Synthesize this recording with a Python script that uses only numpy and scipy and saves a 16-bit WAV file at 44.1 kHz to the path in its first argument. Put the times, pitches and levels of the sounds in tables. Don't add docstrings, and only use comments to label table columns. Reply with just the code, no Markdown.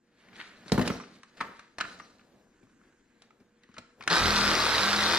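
import sys
import numpy as np
from scipy import signal
from scipy.fft import rfft, irfft
from scipy.io import wavfile
from scipy.ndimage import uniform_filter1d

SR = 44100
rng = np.random.default_rng(int(sys.argv[2]) if len(sys.argv) > 2 else 0)


def decibels_to_gain(level_db):
    exponent = np.asarray(level_db, float) / 20
    return 10 ** exponent


def waveform_to_disk(signal):
    frames = np.transpose(np.atleast_2d(signal))
    scaled = np.clip(frames, -1, 1) * 32767
    samples = np.round(scaled).astype(np.int16)
    wavfile.write(sys.argv[1], SR, samples)


N = 228658
T = np.arange(N) / SR
SAW_START_S = 4.1
FAN_FROM_HZ = 6900


def level(x, db):
    return x * decibels_to_gain(db) / np.sqrt(np.mean(x ** 2))


def along(points, size):
    hz, value = np.transpose(points)
    bins_hz = np.arange(size // 2 + 1) * SR / size
    return np.interp(np.log(bins_hz + 1), np.log(hz), value)


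def colour(x, points):
    cepstrum = irfft(along(points, size=2048) * np.log(10) / 20)
    cepstrum[1:1024] *= 2
    cepstrum[1025:] = 0
    response = irfft(np.exp(rfft(cepstrum)))
    return signal.fftconvolve(x, response)[:len(x)]


def ring(x, hz, width_hz):
    return signal.lfilter(*signal.iirpeak(hz, hz / width_hz, SR), x)


def body(x, modes):
    return sum((-1) ** k * decibels_to_gain(db) * ring(x, hz, width) for k, (hz, width, db) in enumerate(modes))


def walk(rate):
    hold = int(SR / rate)
    steps = np.repeat(rng.standard_normal(N // hold + 1), hold)
    return uniform_filter1d(uniform_filter1d(steps, hold), hold)[:N]


def grit(scatter_db, shape):
    return rng.standard_normal(shape) * decibels_to_gain(scatter_db * rng.exponential(size=shape))


# (time [s], stroke rate [Hz], clatter level [dB])
SAW_SPEED = [
    (4.1, 34.52, -24.5),
    (4.114, 35.7, -25.5),
    (4.204, 40.1, -29),
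    (4.352, 41.24, -28),
    (4.53, 39.9, -28.5),
    (4.712, 38.7, -29),
    (4.802, 39.9, -28),
    (4.9, 40.9, -29),
    (5.18, 42, -29),
]


def saw():
    time_s, rate_hz, clatter_db = np.transpose(SAW_SPEED)
    hz = np.interp(T, time_s, rate_hz)
    turns = np.cumsum(hz * (T > SAW_START_S)) / SR
    on = np.clip((T - 4.09) / 0.02, 0, 1)
    kick = np.exp(-((T - 4.13) / 0.024) ** 2) * np.sin(2 * np.pi * 168 * T)
    clatter = gear_clatter(turns, on) * decibels_to_gain(np.interp(T, time_s, clatter_db))
    return clatter + on * stroke_tones(hz, turns) + decibels_to_gain(-33) * kick


# (frequency [Hz], density [dB per Hz])
CLATTER_COLOUR = [(35, -55), (60, -9.5), (142, -18), (201, -8.5), (265, -16.5), (319, -6.5), (1020, -10),
                  (1260, -3.5), (2710, -14.5), (3830, -9), (5070, -10), (6850, -22.5), (12200, -34.5),
                  (14400, -40), (15400, -48)]


def gear_clatter(turns, on):
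    stroke, share = turns.astype(int), turns % 1
    contacts = on * gear_contacts(stroke, share)
    dull, sharp = blow_envelopes(stroke, share)
    low = signal.butter(3, 2800, fs=SR, output="sos")
    high = signal.butter(3, 2800, "high", fs=SR, output="sos")
    hiss_band = signal.butter(2, 4400, "high", fs=SR, output="sos")

    direct = level(colour(contacts * dull, CLATTER_COLOUR), -7.5)
    clatter = signal.sosfilt(low, direct + level(housing(contacts * dull), -15.5))
    direct = level(colour(contacts * sharp, CLATTER_COLOUR), -7)
    rattle = signal.sosfilt(high, direct + level(housing(contacts * sharp), -16))
    hiss = signal.sosfiltfilt(hiss_band, rattle)
    rattle_db = 0.5 + 0.5 * (T - SAW_START_S)
    return clatter + (rattle - hiss) * decibels_to_gain(rattle_db) + hiss * decibels_to_gain(-1)


def gear_contacts(stroke, share):
    contacts = signal.lfilter([1], [1, -0.45], grit(1.1, (60, 1200)), axis=0)
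    running = contacts[stroke, (share * 1200).astype(int)]
    return np.where(T > SAW_START_S, running, rng.standard_normal(N))


# (share of stroke [0-1], dull level [dB], sharp level [dB])
STROKE_BLOWS = [
    (.03, -4.5, -1),
    (0.269, -30.5, -6),
    (0.361, -7, -10),
    (0.518, -3.5, -4.5),
    (0.689, -7, -30),
    (0.781, -11.5, -8.5),
]


def blow_envelopes(stroke, share):
    dull, sharp = np.full(N, 0.6), np.full(N, 0.22)
    for at, dull_db, sharp_db in STROKE_BLOWS:
        timing, force = rng.standard_normal((60, 2))[stroke].T
        since = (share - at - 0.013 * timing) % 1
        dull = dull + decibels_to_gain(dull_db + 3 * force) * np.exp(-since / 0.08)
        sharp = sharp + decibels_to_gain(sharp_db + 2.5 * force) * np.exp(-since / 0.03)
    return dull, sharp


# (frequency [Hz], width [Hz], level [dB])
HOUSING_MODES = [(930, 68, 4.5), (1110, 54, -24), (1165, 130, 0), (1304, 120, -3), (1511, 77, 6),
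                 (1740, 87, -8), (1886, 160, -7), (2420, 31, 1), (3530, 160, -5), (3830, 51, 0.5),
                 (4720, 210, -9), (4500, 54, -35)]


def housing(x):
    return sum(decibels_to_gain(db + 3.4 * walk(12)) * ring(x, hz, width) for hz, width, db in HOUSING_MODES)


# (multiple [of stroke rate], level [dB])
STROKE_HARMONICS = [(1, 0.5), (2, 1.5), (3, 0.5), (4, -1.5), (6, 1), (7, -3), (8, -8)]


def stroke_tones(hz, turns):
    shake = 0
    for multiple, db in STROKE_HARMONICS:
        cycles = multiple * turns + rng.random() + 0.05 * walk(30)
        shake = shake + decibels_to_gain(db + 2.2 * walk(16)) * np.sin(2 * np.pi * cycles)
    since_jolt = T - 4.21
    shake_db = -41.5 + np.where(since_jolt < 0, 20 * since_jolt / 0.05, -19.5 * since_jolt)

    bench_mode_hz, bench_width_hz = 203.9, 4.4
    detuning = (5 * hz - bench_mode_hz) / bench_width_hz
    fifth_db = -39 - 20 * np.log10(1 + detuning ** 4)
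    return shake * decibels_to_gain(shake_db) + np.sin(2 * np.pi * 5 * turns) * decibels_to_gain(fifth_db)


# (frequency [Hz], density [dB per Hz])
FAN_COLOUR = [(6000, 1.5), (8500, -8), (12500, -10.5), (13800, -17), (15000, -29)]


def fan():
    high = signal.butter(4, FAN_FROM_HZ, "high", fs=SR, output="sos")
    shared, left, right = [signal.sosfilt(high, colour(grit(1.5, N), FAN_COLOUR)) for _ in range(3)]
    hiss = np.array([left, right]) + 0.28 * shared
    return level(hiss, -46.5) * np.clip((T - 4.09) / 0.039, 0, 1)


# (time [s], peak level [dB], ring [Hz])
LIFT_OFF = [
    (0.719, -29.5, 1340),
]
# (time [s], peak level [dB], ring [Hz], thud minus peak [dB])
BENCH_BUMPS = [(0.661, -46.5, 1310, 4), (0.742, -38.5, 802, 18.5), (0.778, -25, 897, 13.5),
               (0.793, -24, 950, 8), (0.814, -28.5, 1880, 11), (0.853, -35.5, 1360, 9.5),
               (0.9, -26.5, 1360, 7), (0.948, -43.5, 895, 14), (1.839, -35, 1490, -5),
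               (2.629, -62.5, 2300, 14), (2.669, -61, 1200, -1), (3.403, -62, 1560, 13.5),
               (3.689, -55.5, 1270, 7), (3.783, -44.5, 606, 4)]
# (time [s], peak level [dB], ring [Hz], T60 [s])
SHELL_TAPS = [(0.286, -46.5, 1440, 0.018), (0.354, -47, 2260, 0.03), (0.698, -39, 1400, 0.012),
              (0.999, -36.5, 1255, 0.091), (1.036, -43, 1350, 0.024), (1.404, -27, 1250, 0.025),
              (1.408, -19, 1170, 0.058), (1.803, -25.5, 1480, 0.059), (1.851, -32.5, 1280, 0.033),
              (1.998, -36, 1250, 0.043), (2.194, -52.5, 1494, 0.037), (2.212, -54.5, 1520, .03),
              (2.814, -55, 1370, 0.015), (2.836, -61, 1650, 0.042), (2.924, -61.5, 1630, 0.03),
              (3.306, -52, 1270, 0.028), (3.766, -42, 1320, 0.053), (4.008, -35.5, 1330, 0.038)]
# (time [s], peak level [dB], ring [Hz], crack minus peak [dB])
SHARP_CLICKS = [(.681, -52.5, 4770, 2.5), (.813, -35, 2800, -5), (.822, -38, 2000, -3.5),
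                (0.876, -28, 2800, -2.5), (1.232, -43.5, 1270, -9.5), (1.593, -41.5, 1380, -11),
                (1.784, -28, 1024, -11.5), (1.809, -19.5, 1595, -15), (3.22, -62.5, 1360, 7),
                (3.402, -62.5, 1560, -10), (3.634, -54.5, 1850, -9.5), (3.715, -56.5, 1490, -18),
                (3.741, -52.5, 1570, -8), (3.782, -35.5, 1425, -9), (4.024, -42, 2170, -11),
                (4.036, -42, 1110, -8), (4.076, -16, 1490, -11.5), (4.112, -38, 1350, -4),
                (4.165, -31, 1370, 3)]


def blows():
    lifts = [(*row, 19.5, 0.5, 0.051) for row in LIFT_OFF]
    bumps = [(s, db, hz, thud_db, -26, 0.044) for s, db, hz, thud_db in BENCH_BUMPS]
    taps = [(s, db, hz, -16, -26.5, t60) for s, db, hz, t60 in SHELL_TAPS]
    clicks = [(s, db, hz, -23, crack_db, 0.039) for s, db, hz, crack_db in SHARP_CLICKS]
    return lifts + bumps + taps + clicks


# (frequency [Hz], width [Hz], level [dB])
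BENCH_MODES = [(64.5, 14.5, -11), (109.3, 18.5, -6), (182.6, 33, -0.5), (241, 44, -1), (460, 330, -7.5)]
# (frequency [Hz], density [dB per Hz])
CRACK_COLOUR = [(1470, 2.5), (2500, 0.5), (3440, 1), (4010, 7), (5960, -3), (6380, -1.5), (10200, -13),
                (11100, -46), (14000, -41), (15400, -60)]


def knocks():
    thud, shell, crack = np.zeros((3, N + 8192))
    t = np.arange(8192) / SR
    push = np.exp(-((t - 0.001) / 0.00065) ** 2)
    for s, db, hz, thud_db, crack_db, t60 in blows():
        noise = rng.standard_normal((3, len(t)))
        at = slice(int(s * SR), int(s * SR) + len(t))
        fade = np.clip(t / 0.00014, 0, 1) * np.exp(-np.log(1000) * t / max(t60, 0.005))
        struck = noise[0] * fade
        rung = ring(ring(struck, hz, 700), hz, 450)
        rung = rung + 0.35 * ring(ring(struck, 1.4 * hz, 1200), 1.4 * hz, 1000)
        shell[at] += decibels_to_gain(db) * rung / np.abs(rung).max()
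        crack[at] += decibels_to_gain(db + crack_db) * noise[1] * fade ** 1.5
        thud[at] += decibels_to_gain(db + thud_db) * (push * np.sign(noise[2, 0]) + 0.7 * noise[2] * fade ** 0.31)
    cracks = decibels_to_gain(7.5) * colour(crack, CRACK_COLOUR)
    thuds = decibels_to_gain(8) * body(thud, BENCH_MODES)
    return (shell + cracks + thuds)[:N]


# (time [s], level [dB], ring [Hz])
PIN_PINGS = [
    (0.728, -41, 5700),
    (0.9093, -41, 5600),
    (0.924, -44, 5740),
    (0.96, -49, 5750),
    (1.009, -46.5, 5700),
    (2.0193, -53.5, 5800),
]


def loose_pin():
    pings = 0
    for s, db, hz in PIN_PINGS:
        decay = (T > s) * np.exp(-np.abs(T - s) / 0.018)
        pings = pings + decibels_to_gain(db) * decay * np.sin(2 * np.pi * hz * T)
    return decibels_to_gain(-8.5) * pings


def swell(s, db, rise_s, fall_s):
    before = (s - T) / max(rise_s, 0.005)
    after = (T - s) / max(fall_s, 0.005)
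    return decibels_to_gain(db - 20 * np.where(T < s, before, after))


# (frequency [Hz], density [dB per Hz])
RUB_COLOUR = [(290, -33), (500, -19), (909, -6), (1650, 2.5), (1770, 3.5), (2610, -4), (4350, -11.5),
              (5460, -22.5), (11800, -39), (15000, -68)]
# (loudest time [s], level [dB], 20 dB rise [s], 20 dB fall [s], hiss minus rub [dB])
HAND_RUBS = [(.22, -56.5, 0.2, 0.9, 0), (.365, -45.5, 0.01, 0, -2), (.404, -38.5, 0.07, 0.19, -2),
             (.69, -48, 0.06, .03, 7.5), (.86, -39.5, .05, 0.19, 7.5), (1.14, -62.5, .2, 0.5, 7),
             (1.372, -48.5, -0.04, 0.1, 4), (1.5, -52.5, 0.17, 0.18, -12), (1.596, -55.5, 0.13, 0.16, 2),
             (1.87, -57, 0.07, 0.32, 17.5), (2.01, -67, -0.23, 0.26, 0), (2.55, -66, 0.15, 0.65, -13),
             (2.7, -60.5, 0.01, -0.1, -11), (2.878, -67, .2, 0.1, -13), (3.13, -66.5, 0.4, 0.2, -8),
             (3.23, -65, .1, 0.16, 3), (3.6, -64.5, .3, 0.8, -10), (3.762, -61, 0.06, -0.3, 7),
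             (3.92, -71, 0.35, 0, -1.5), (4.012, -60, -0.1, .12, 11)]
# (loudest time [s], level [dB], 20 dB rise [s], 20 dB fall [s])
BENCH_DRAGS = [(.4, -44, 0.26, 0), (.69, -43.5, 0.44, 0.07), (.76, -31.5, 0.05, 0.01),
               (.87, -22.5, .1, 0.0977), (1.2, -50.5, 0.36, -0.04), (1.45, -35.5, 0.13, 0.15),
               (1.869, -42, .13, 0.43), (2.36, -51, 0.3, 0.3), (2.878, -56, 0.2, 0.1),
               (3.23, -58.5, 0.55, 0.3), (3.398, -58, 0.2, 0.3), (3.65, -57, 0.07, 0),
               (3.782, -38, 0.01, -0.21), (4.013, -38.5, 0.05, -0.04), (4.072, -32.5, 0.0238, -0.1)]


def slide():
    rub = level(colour(grit(2.5, N), RUB_COLOUR), 0) * decibels_to_gain(1.8 * walk(70))
    hiss = level(colour(grit(2.5, N), CRACK_COLOUR), 0) * decibels_to_gain(3 * walk(70))
    rumble = level(body(rng.standard_normal(N), BENCH_MODES), 0)
    rubbing = 0
    for s, db, rise_s, fall_s, hiss_db in HAND_RUBS:
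        rubbing = rubbing + swell(s, db, rise_s, fall_s) * (rub + decibels_to_gain(hiss_db - 5.5) * hiss)
    dragging = rumble * sum(swell(*drag) for drag in BENCH_DRAGS)
    return decibels_to_gain(-11) * rubbing + decibels_to_gain(-15) * dragging


# (frequency [Hz], density [dB per Hz])
WALL_COLOUR = [(60, -11), (300, 6.5), (1200, 3), (4000, 1.5), (9000, 0.5), (15000, -37)]


def workshop(x):
    t60_s = 0.52
    t = T[:SR]
    decay = np.exp(-np.log(1000) * t / t60_s) * np.clip(t / 0.008, 0, 1)
    shared, difference = rng.standard_normal((2, SR)) * decay
    high = signal.butter(1, 900, "high", fs=SR, output="sos")
    difference = 0.67 * signal.sosfilt(high, difference)
    tail = np.array([shared + difference, shared - difference])
    tail = tail / np.sqrt(np.sum(tail ** 2))
    return decibels_to_gain(-7) * signal.fftconvolve(colour(x, WALL_COLOUR)[None], tail, axes=1)[:, :N]


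# (frequency [Hz], density [dB per Hz])
AIR_COLOUR = [(12, -30), (20, -4.5), (108, -10.5), (223, -1.5), (357, -0.5), (421, -9), (470, -12.5),
              (674, -31), (914, -16.5), (1310, -19.5), (1640, -10), (1780, -24.5), (2850, -36.5),
              (7100, -22.5), (15000, -58)]
# (frequency [Hz], width [Hz], level [dB])
COMPRESSOR_HUM = [(222.6, 8.4, -76), (479.6, 2, -80.5)]


def air():
    hum = 0
    for hz, width_hz, db in COMPRESSOR_HUM:
        hum = hum + level(ring(rng.standard_normal(N), hz, width_hz), db) * decibels_to_gain(1.4 * walk(2.6))
    floor = level(colour(rng.standard_normal(N), AIR_COLOUR), -72.7)
    return floor * decibels_to_gain(4.1 * walk(2.51) + 0.58 * walk(45)) + hum


# (frequency [Hz], side minus mid [dB])
PORT_DIFFERENCE_DB = [(100, -16), (500, -12), (1200, -12.5), (2500, -8.5), (5000, -6.5), (9000, -4),
                      (14000, 2)]


def spread(x):
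    echoes = rng.standard_normal((5, 1024)) * np.exp(-np.arange(1024) / 130)
    weights = np.array([walk(30) for _ in echoes])
    echo_power = np.mean(np.sum(echoes ** 2, axis=1))
    weights = weights / np.sqrt(np.sum(weights ** 2, axis=0) * echo_power)
    scattered = signal.fftconvolve(x[None], echoes, axes=1)[:, :N]
    side = colour(np.sum(weights * scattered, axis=0), PORT_DIFFERENCE_DB)
    return np.array([x + side, x - side])


def scene():
    near = knocks() + loose_pin() + slide()
    below_fan = signal.butter(2, 1.18 * FAN_FROM_HZ, fs=SR, output="sos")
    tool = signal.sosfilt(below_fan, saw())
    left, right = spread(near + tool + air()) + workshop(near + decibels_to_gain(-6.5) * tool) + fan()
    late_left = np.pad(left, (2, 0))[:N]
    return np.array([late_left * decibels_to_gain(0.56), right])


def band_limit(x):
    return signal.sosfilt(signal.butter(12, 15600, fs=SR, output="sos"), x)


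def record(dry):
    top = signal.butter(14, 14700, fs=SR, output="sos")
    mix = signal.sosfilt(top, np.tanh(2.423 * dry) / 2)
    return band_limit(mix)


dry = scene()
out = record(dry)
waveform_to_disk(out)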